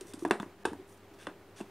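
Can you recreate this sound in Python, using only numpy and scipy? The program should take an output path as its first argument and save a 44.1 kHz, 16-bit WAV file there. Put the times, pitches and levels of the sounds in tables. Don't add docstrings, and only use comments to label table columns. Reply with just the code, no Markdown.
import sys
import numpy as np
from scipy import signal
from scipy.fft import rfft, irfft, next_fast_len
from scipy.io import wavfile
from scipy.ndimage import uniform_filter1d, map_coordinates

SR = 44100
rng = np.random.default_rng(int(sys.argv[2]) if len(sys.argv) > 2 else 0)


def undo_db(level):
    steps = np.asarray(level, float) / 20
    return 10 ** steps


def dump_mix(stems):
    frames = np.atleast_2d(stems).T
    limited = np.clip(frames, -1, 1)
    pcm = np.round(limited * 32767).astype(np.int16)
    wavfile.write(sys.argv[1], SR, pcm)


N = 74970


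def unit(x):
    return x / np.sqrt(np.mean(x ** 2) + 1e-20)


def along(points, hz):
    f, v = np.transpose(points)
    return np.interp(np.log(hz + 1), np.log(f + 1), v)


def wobble(rate_hz):
    return map_coordinates(rng.standard_normal(200), [np.arange(N) * min(rate_hz, 90) / SR])


def filtered(x, response):
    m = next_fast_len(len(x) + 8192)
    return irfft(rfft(x, m) * response(np.fft.rfftfreq(m, 1 / SR)), m)[:len(x)]


def add(track, s, sound):
    part = track[round(s * SR):][:len(sound)]
    part += sound[:len(part)]


# (frequency [Hz], t60 [s])
KITCHEN_T60 = [(150, 0.18), (400, 0.32), (1500, 0.2), (4000, 0.2), (10000, 0.23)]
WET_DB, THUD_WET_DB, FIRST_WALL_S = -8.5, -12, 0.005


def kitchen(x, wet_db, feed=None):
    hz, t, z = signal.stft(rng.standard_normal(SR // 2), SR, nperseg=256)
    decay = undo_db(-60 * t / along(KITCHEN_T60, hz)[:, None])
    tail = signal.istft(z * decay, SR, nperseg=256)[1]
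    feed = x if feed is None else feed
    delayed = np.pad(feed, (round(FIRST_WALL_S * SR), 0))
    wet = signal.fftconvolve(delayed, tail / np.linalg.norm(tail))
    return undo_db(wet_db) * wet + np.pad(x, (0, len(wet) - len(x)))


# (centre [Hz], width [Hz], level [dB])
HUM_BANDS = [(97, 18.4, -69), (188.6, 22, -67.5), (312, 10, -78.5), (405.5, 5.8, -72)]
# (frequency [Hz], level [dB])
MOTOR_LINES = [(99.8, -66), (398, -62.5)]
# (frequency [Hz], density [dB per Hz])
AIR_SPECTRUM = [(25, -25), (60, -10), (130, -13), (250, -6), (700, -8.5), (2200, -18.5), (6000, -30.5),
                (15500, -34.5)]
# (time [s], level [dB])
HAND_STIR = [(0, 3), (0.501, 2.5), (.57, -1), (.64, 4), (0.852, 1.5), (1.0, 1), (1.2, 2.5), (1.45, 0.5),
             (1.7, 3)]
AIR_DB, AIR_PATCH_DB, MOTOR_WAVER_DB = -60, 0.8, 2
BOOM_HZ, BOOM_WIDTH_HZ, BOOM_DB, BOOM_WAVER_DB = 350, 54, -67.5, 5.2


def noise_band(hz, width_hz):
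    return unit(filtered(rng.standard_normal(N), lambda f: np.exp(-0.5 * ((f - hz) / width_hz) ** 2)))


def room_tone():
    t = np.arange(N) / SR
    z = signal.stft(rng.standard_normal(N + 512), nperseg=512)[2]
    patches = uniform_filter1d(rng.standard_normal(z.shape), size=6, axis=0)
    patches = uniform_filter1d(patches, size=10, axis=1)
    air = signal.istft(z * undo_db(AIR_PATCH_DB * unit(patches)), nperseg=512)[1][:N]
    air = undo_db(AIR_DB) * unit(filtered(air, lambda f: undo_db(along(AIR_SPECTRUM, f))))

    hum = sum(undo_db(db) * noise_band(hz, width_hz) for hz, width_hz, db in HUM_BANDS)
    motor = np.zeros(N)
    for hz, db in MOTOR_LINES:
        level = undo_db(db + MOTOR_WAVER_DB * wobble(12.28))
        motor += level * np.sin(2 * np.pi * hz * t + 0.63 * wobble(13.95))

    boom = undo_db(BOOM_DB + BOOM_WAVER_DB * wobble(30.0)) * noise_band(BOOM_HZ, BOOM_WIDTH_HZ)
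    stir = undo_db(np.interp(t, *np.transpose(HAND_STIR)))
    return stir * (air + motor + boom) + hum


# (time [s], length [s], level [dB], centre [Hz], swelling share of length [0-1])
BRUSHES = [(0.004, 0.026, -65, 5770, 0.18), (0.056, 0.11, -61, 7400, 0.13), (0.12, 0.03, -55, 7160, 0.21),
           (0.184, 0.23, -61.5, 7800, 0.053), (0.872, 0.085, -65, 10300, 0.56),
           (0.968, 0.016, -65, 10100, 0.38), (1.135, 0.022, -67.5, 5230, 0.23),
           (1.183, 0.086, -59.5, 2200, 0.52), (1.186, 0.07, -61, 6500, 0.64),
           (1.559, 0.048, -58, 2480, 0.68), (1.557, 0.063, -58.5, 5930, 0.51),
           (1.672, .03, -74, 8100, 0.43)]
# (centre [Hz], half width [Hz], level [dB])
RUBBED_MODES = [(1000, 140, 5), (1600, 200, 10.5), (2700, 160, 7.5), (3500, 150, 8.5), (5840, 260, 2.5),
                (9560, 1900, -3.5)]
BRUSH_OCTAVES, BRUSH_EDGE_S, BRUSH_GRAIN_DB, BRUSH_SWELL_DB = 0.93, 0.0053, 2.8, 7.5


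def brushes():
    out, t = np.zeros(N), np.arange(SR // 8) / SR

    def stirred(f):
        return 1 + sum(undo_db(db) / (1 + ((f - hz) / width_hz) ** 2) for hz, width_hz, db in RUBBED_MODES)

    for s, length_s, db, centre_hz, rise in BRUSHES:
        def colour(f):
            octaves = np.log2((f + 1) / centre_hz)
            return stirred(f) * np.exp(-0.5 * (octaves / BRUSH_OCTAVES) ** 2)

        noise = rng.standard_normal(len(t))
        grain_db = BRUSH_GRAIN_DB * unit(uniform_filter1d(rng.standard_normal(len(t)), size=90))
        hiss = unit(filtered(noise * undo_db(grain_db), colour))
        peak_s = np.clip(rise, 0, 1) * length_s
        swell_db = np.interp(t, [0, peak_s, length_s], [-BRUSH_SWELL_DB, 0, -BRUSH_SWELL_DB])
        edges = np.clip(np.minimum(t, length_s - t) / BRUSH_EDGE_S, 0, 1)
        add(out, s, kitchen(undo_db(db + 2) * edges * undo_db(swell_db) * hiss, WET_DB))
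    return out


# (time [s], level [dB], pitch [Hz], t60 [s])
THUDS = [(.012, -35.5, 376, 0.047), (0.05, -47, 338, 0.072), (0.091, -48, 425, 0.058),
         (0.139, -27.5, 279, 0.03), (0.174, -40, 306, 0.065), (0.2222, -28, 337, 0.069),
         (0.2501, -8.5, 333, 0.013), (0.261, -22.5, 317, 0.059), (0.3092, -9.5, 380, 0.022),
         (0.31, -25, 211, 0.079), (.340, -39, 350, 0.096), (0.398, -22.5, 200, 0.042),
         (0.4286, -22, 320, 0.017), (0.461, -30.5, 330, 0.02), (0.493, -46, 366, 0.03),
         (0.652, -15, 383, 0.026), (.682, -39, 350, 0.032), (.717, -20.5, 272, 0.017),
         (0.7308, -21, 319, 0.015), (.740, -39, 277, 0.025), (.752, -32, 327, 0.015),
         (0.786, -43, 365, 0.073), (1.272, -29, 283, 0.029), (1.282, -39.5, 290, 0.037),
         (1.312, -42.5, 374, 0.043), (1.606, -37, 205.6, 0.095), (1.608, -20.5, 331, 0.017),
         (0.654, -39, 74, 0.27), (0.671, -21, 276, 0.018), (1.606, -49.5, 2745, 0.045),
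         (.3998, -43.5, 3544, 0.027)]
# (time [s], level [dB], pitch [Hz], t60 [s])
FAVOURED_MODES = [(0.2209, -44, 1090, 0.016), (0.2508, -33, 1640, 0.023), (0.2512, -33, 754, 0.059),
                  (0.2515, -51, 3500, 0.032), (0.3091, -37.5, 2240, .045), (0.3098, -33, 1223, .04),
                  (0.3098, -34.5, 1720, 0.012), (0.31, -36, 2686, 0.073), (0.31, -40.5, 3470, 0.039),
                  (0.3997, -38, 953, 0.027), (0.3998, -35, 706, .02), (0.404, -43, 1000, .025),
                  (0.409, -54, 3500, 0.03), (0.41, -36, 300, 0.025), (0.4293, -43.5, 1660, .018),
                  (0.4296, -52, 1980, 0.022), (0.6537, -27.5, 1603, 0.015), (0.658, -37.5, 2600, 0.018),
                  (0.665, -36, 909, 0.043), (0.684, -57, 2630, .05), (0.732, -39, 1560, 0.016),
                  (1.177, -52, 330, 0.037), (1.212, -55, 1570, .04), (1.227, -57, 2700, .03),
                  (1.2699, -41, 1700, 0.023), (1.2697, -46.5, 2700, 0.034), (1.2695, -45, 3490, 0.031),
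                  (1.2705, -35, 950, 0.021), (1.271, -30, 565, 0.021), (1.279, -47, 1300, .03),
                  (1.285, -48, 694, 0.048), (1.288, -48, 1450, .03), (1.36, -54, 350, 0.087),
                  (1.41, -49, 377, 0.047), (1.461, -54, 337, 0.058), (1.49, -49, 384, .04),
                  (1.587, -50, 1620, 0.03), (1.605, -39, 590, .02)]
THUD_RISE_CYCLES = 0.8


def thuds():
    out, t = np.zeros(N), np.arange(SR // 3) / SR
    for s, db, hz, t60_s in THUDS + FAVOURED_MODES:
        swell = 1 - np.exp(-(t * hz / THUD_RISE_CYCLES) ** 2)
        decay = undo_db(db + 3 - 60 * t / t60_s)
        add(out, s, kitchen(decay * swell * np.sin(2 * np.pi * hz * t), THUD_WET_DB))
    return out


MODE_SCATTER_DB = 1.5


def ring(modes, cut_hz, t):
    hz, db, t60_s = np.transpose(modes)[..., None]
    size = undo_db(db + MODE_SCATTER_DB * rng.standard_normal(hz.shape)) / (1 + (hz / cut_hz) ** 4)
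    tones = size * undo_db(-60 * t / t60_s) * np.sin(2 * np.pi * hz * t)
    return tones.sum(0) * (1 - np.exp(-t * cut_hz * 2 * np.pi))


# (time [s], bowl ring [dB], lid ring [dB], contact cut-off [Hz], crack [dB])
KNOCKS = [(.0095, -52.5, -52, 3565, -41), (0.135, -49, -48.5, 3900, -40.5), (0.193, -66, -57, 3000, -51),
          (0.2508, -26, -35, 1560, -46.5), (.252, -26.5, -29.5, 1240, -64),
          (.3097, -18, -25.5, 2700, -31.5), (.3117, -28.5, -25, 1910, -47), (0.3997, -45, -34, 2220, -47),
          (0.423, -65, -72, 3070, -50), (0.4294, -37.5, -41.5, 1780, -61), (0.6527, -24, -19, 2000, -41),
          (0.655, -43, -32.5, 2500, -34.5), (.732, -36.5, -33.5, 1370, -55),
          (1.2692, -41.5, -33.5, 2880, -49), (1.271, -37.5, -59, 1800, -60), (1.604, -40, -50, 1310, -56),
          (1.61, -42, -42, 3600, -52.5)]
# (frequency [Hz], level [dB], t60 [s])
BOWL_MODES = [(642, -18.5, 0.048), (750, -5, 0.028), (972, 1, 0.017), (1104, -12, 0.053),
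              (1650, 2.5, 0.0077), (1800, -11, 0.013), (1900, -37, 0.04), (2676, -2.5, 0.028),
              (3490, -8.5, 0.023), (4560, -4.5, 0.0091)]
# (frequency [Hz], level [dB], t60 [s])
LID_MODES = [(800, -9.5, 0.019), (898, -5.5, 0.049), (1536, 0, 0.019), (1870, -11, 0.014),
             (2600, 3, 0.0078), (3240, -33, 0.0059)]
# (frequency [Hz], level [dB])
CRACK_SPECTRUM = [(1500, -11), (3500, 4.5), (6000, 1.5), (9000, 4), (12000, -3), (16000, -13)]
CRACK_T60_S, CLATTER_DB, CLATTER_T60_S = 0.025, 8.5, 0.011
BLOW_PITCH_SHARE, ROOM_FEED_T60_S = 0.557, 0.007


def knocks():
    out, t = np.zeros(N), np.arange(SR // 5) / SR
    for s, bowl_db, lid_db, cut_hz, crack_db in KNOCKS:
        blow = undo_db(CLATTER_DB - 60 * t / CLATTER_T60_S)
        blow = blow * np.sin(2 * np.pi * BLOW_PITCH_SHARE * cut_hz * t)
        blow = blow * (1 - np.exp(-t * cut_hz * 2 * np.pi))
        bowl = undo_db(bowl_db) * (ring(BOWL_MODES, cut_hz, t) + blow)
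        lid = undo_db(lid_db) * (ring(LID_MODES, cut_hz, t) + blow)
        body = bowl - lid

        crack = rng.standard_normal(len(t)) * undo_db(crack_db + 0.5 - 60 * t / CRACK_T60_S)
        crack = filtered(crack, lambda f: undo_db(along(CRACK_SPECTRUM, f)))
        early = body * undo_db(-60 * t / ROOM_FEED_T60_S)
        early = early * np.linalg.norm(body) / np.linalg.norm(early)
        add(out, s, kitchen(body + crack, WET_DB, early + crack))
    return out


MIC_PEAK_HZ, MIC_PEAK_WIDTH_HZ, MIC_PEAK_DB = 8900, 700, 4
MIC_LOW_CUT_HZ, MIC_TOP_HZ = 155, 13500


def microphone(x):
    def response(f):
        damping = 1j * f * MIC_PEAK_WIDTH_HZ
        port = 1 + (undo_db(MIC_PEAK_DB) - 1) * damping / (MIC_PEAK_HZ ** 2 - f * f + damping)
        low, high = f / MIC_LOW_CUT_HZ, f / MIC_TOP_HZ
        low_cut = -low ** 2 / (1 - low ** 2 + 1.4j * low)
        return port * low_cut / (1 - high ** 2 + 1.4j * high) ** 2
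    return filtered(x, response)


# (frequency [Hz], level [dB])
SIDE_SPECTRUM = [(30, -15), (90, -7), (180, -3.5), (1000, -3.5), (4000, -5), (9000, -9.5), (15000, -10.5)]
SIDE_DB, SIDE_FOLLOWS_DB = -74.5, -38.5


def scene():
    mid = microphone(knocks() + thuds() + brushes()) + room_tone()
    level = np.sqrt(np.abs(uniform_filter1d(mid ** 2, size=1024)))
    noise = unit(filtered(rng.standard_normal(N), lambda f: undo_db(along(SIDE_SPECTRUM, f))))
    side = (undo_db(SIDE_DB) + undo_db(SIDE_FOLLOWS_DB) * level) * noise
    return np.array([mid + side, mid - side])


# (time [s], length [s], lower edge [Hz])
DROPOUTS = [(.127, .009, 4000), (.15, .04, 14000), (.243, .005, 2500), (.268, .005, 6000),
            (.289, .007, 3200), (.303, .004, 3500), (.316, .018, 11800), (.334, .06, 13800),
            (.637, .008, 2300), (.662, .022, 12300), (.684, .03, 14300), (1.262, .022, 11800),
            (1.56, .06, 13800)]
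DROPOUT_DB = -25


def treble_gaps(x):
    hz, t, z = signal.stft(x, SR, nperseg=128, noverlap=96)
    lost = np.zeros((len(hz), len(t)), bool)
    for s, length_s, above_hz in DROPOUTS:
        lost |= (t > s) & (t < s + length_s) & (hz[:, None] > above_hz)
    z = z * np.where(lost, undo_db(DROPOUT_DB), 1)
    return signal.istft(z, SR, nperseg=128, noverlap=96)[1][:, :N]


def low_pass(x):
    return signal.sosfilt(signal.butter(12, 16430, fs=SR, output="sos"), x)


TOP_HZ, OFFSET = 15700, -0.0005


def record(dry):
    kept = treble_gaps(dry)
    limited = np.array([filtered(x, lambda f: f < TOP_HZ) for x in kept])
    return low_pass(OFFSET + limited)


dry = scene()
out = record(dry)
dump_mix(out)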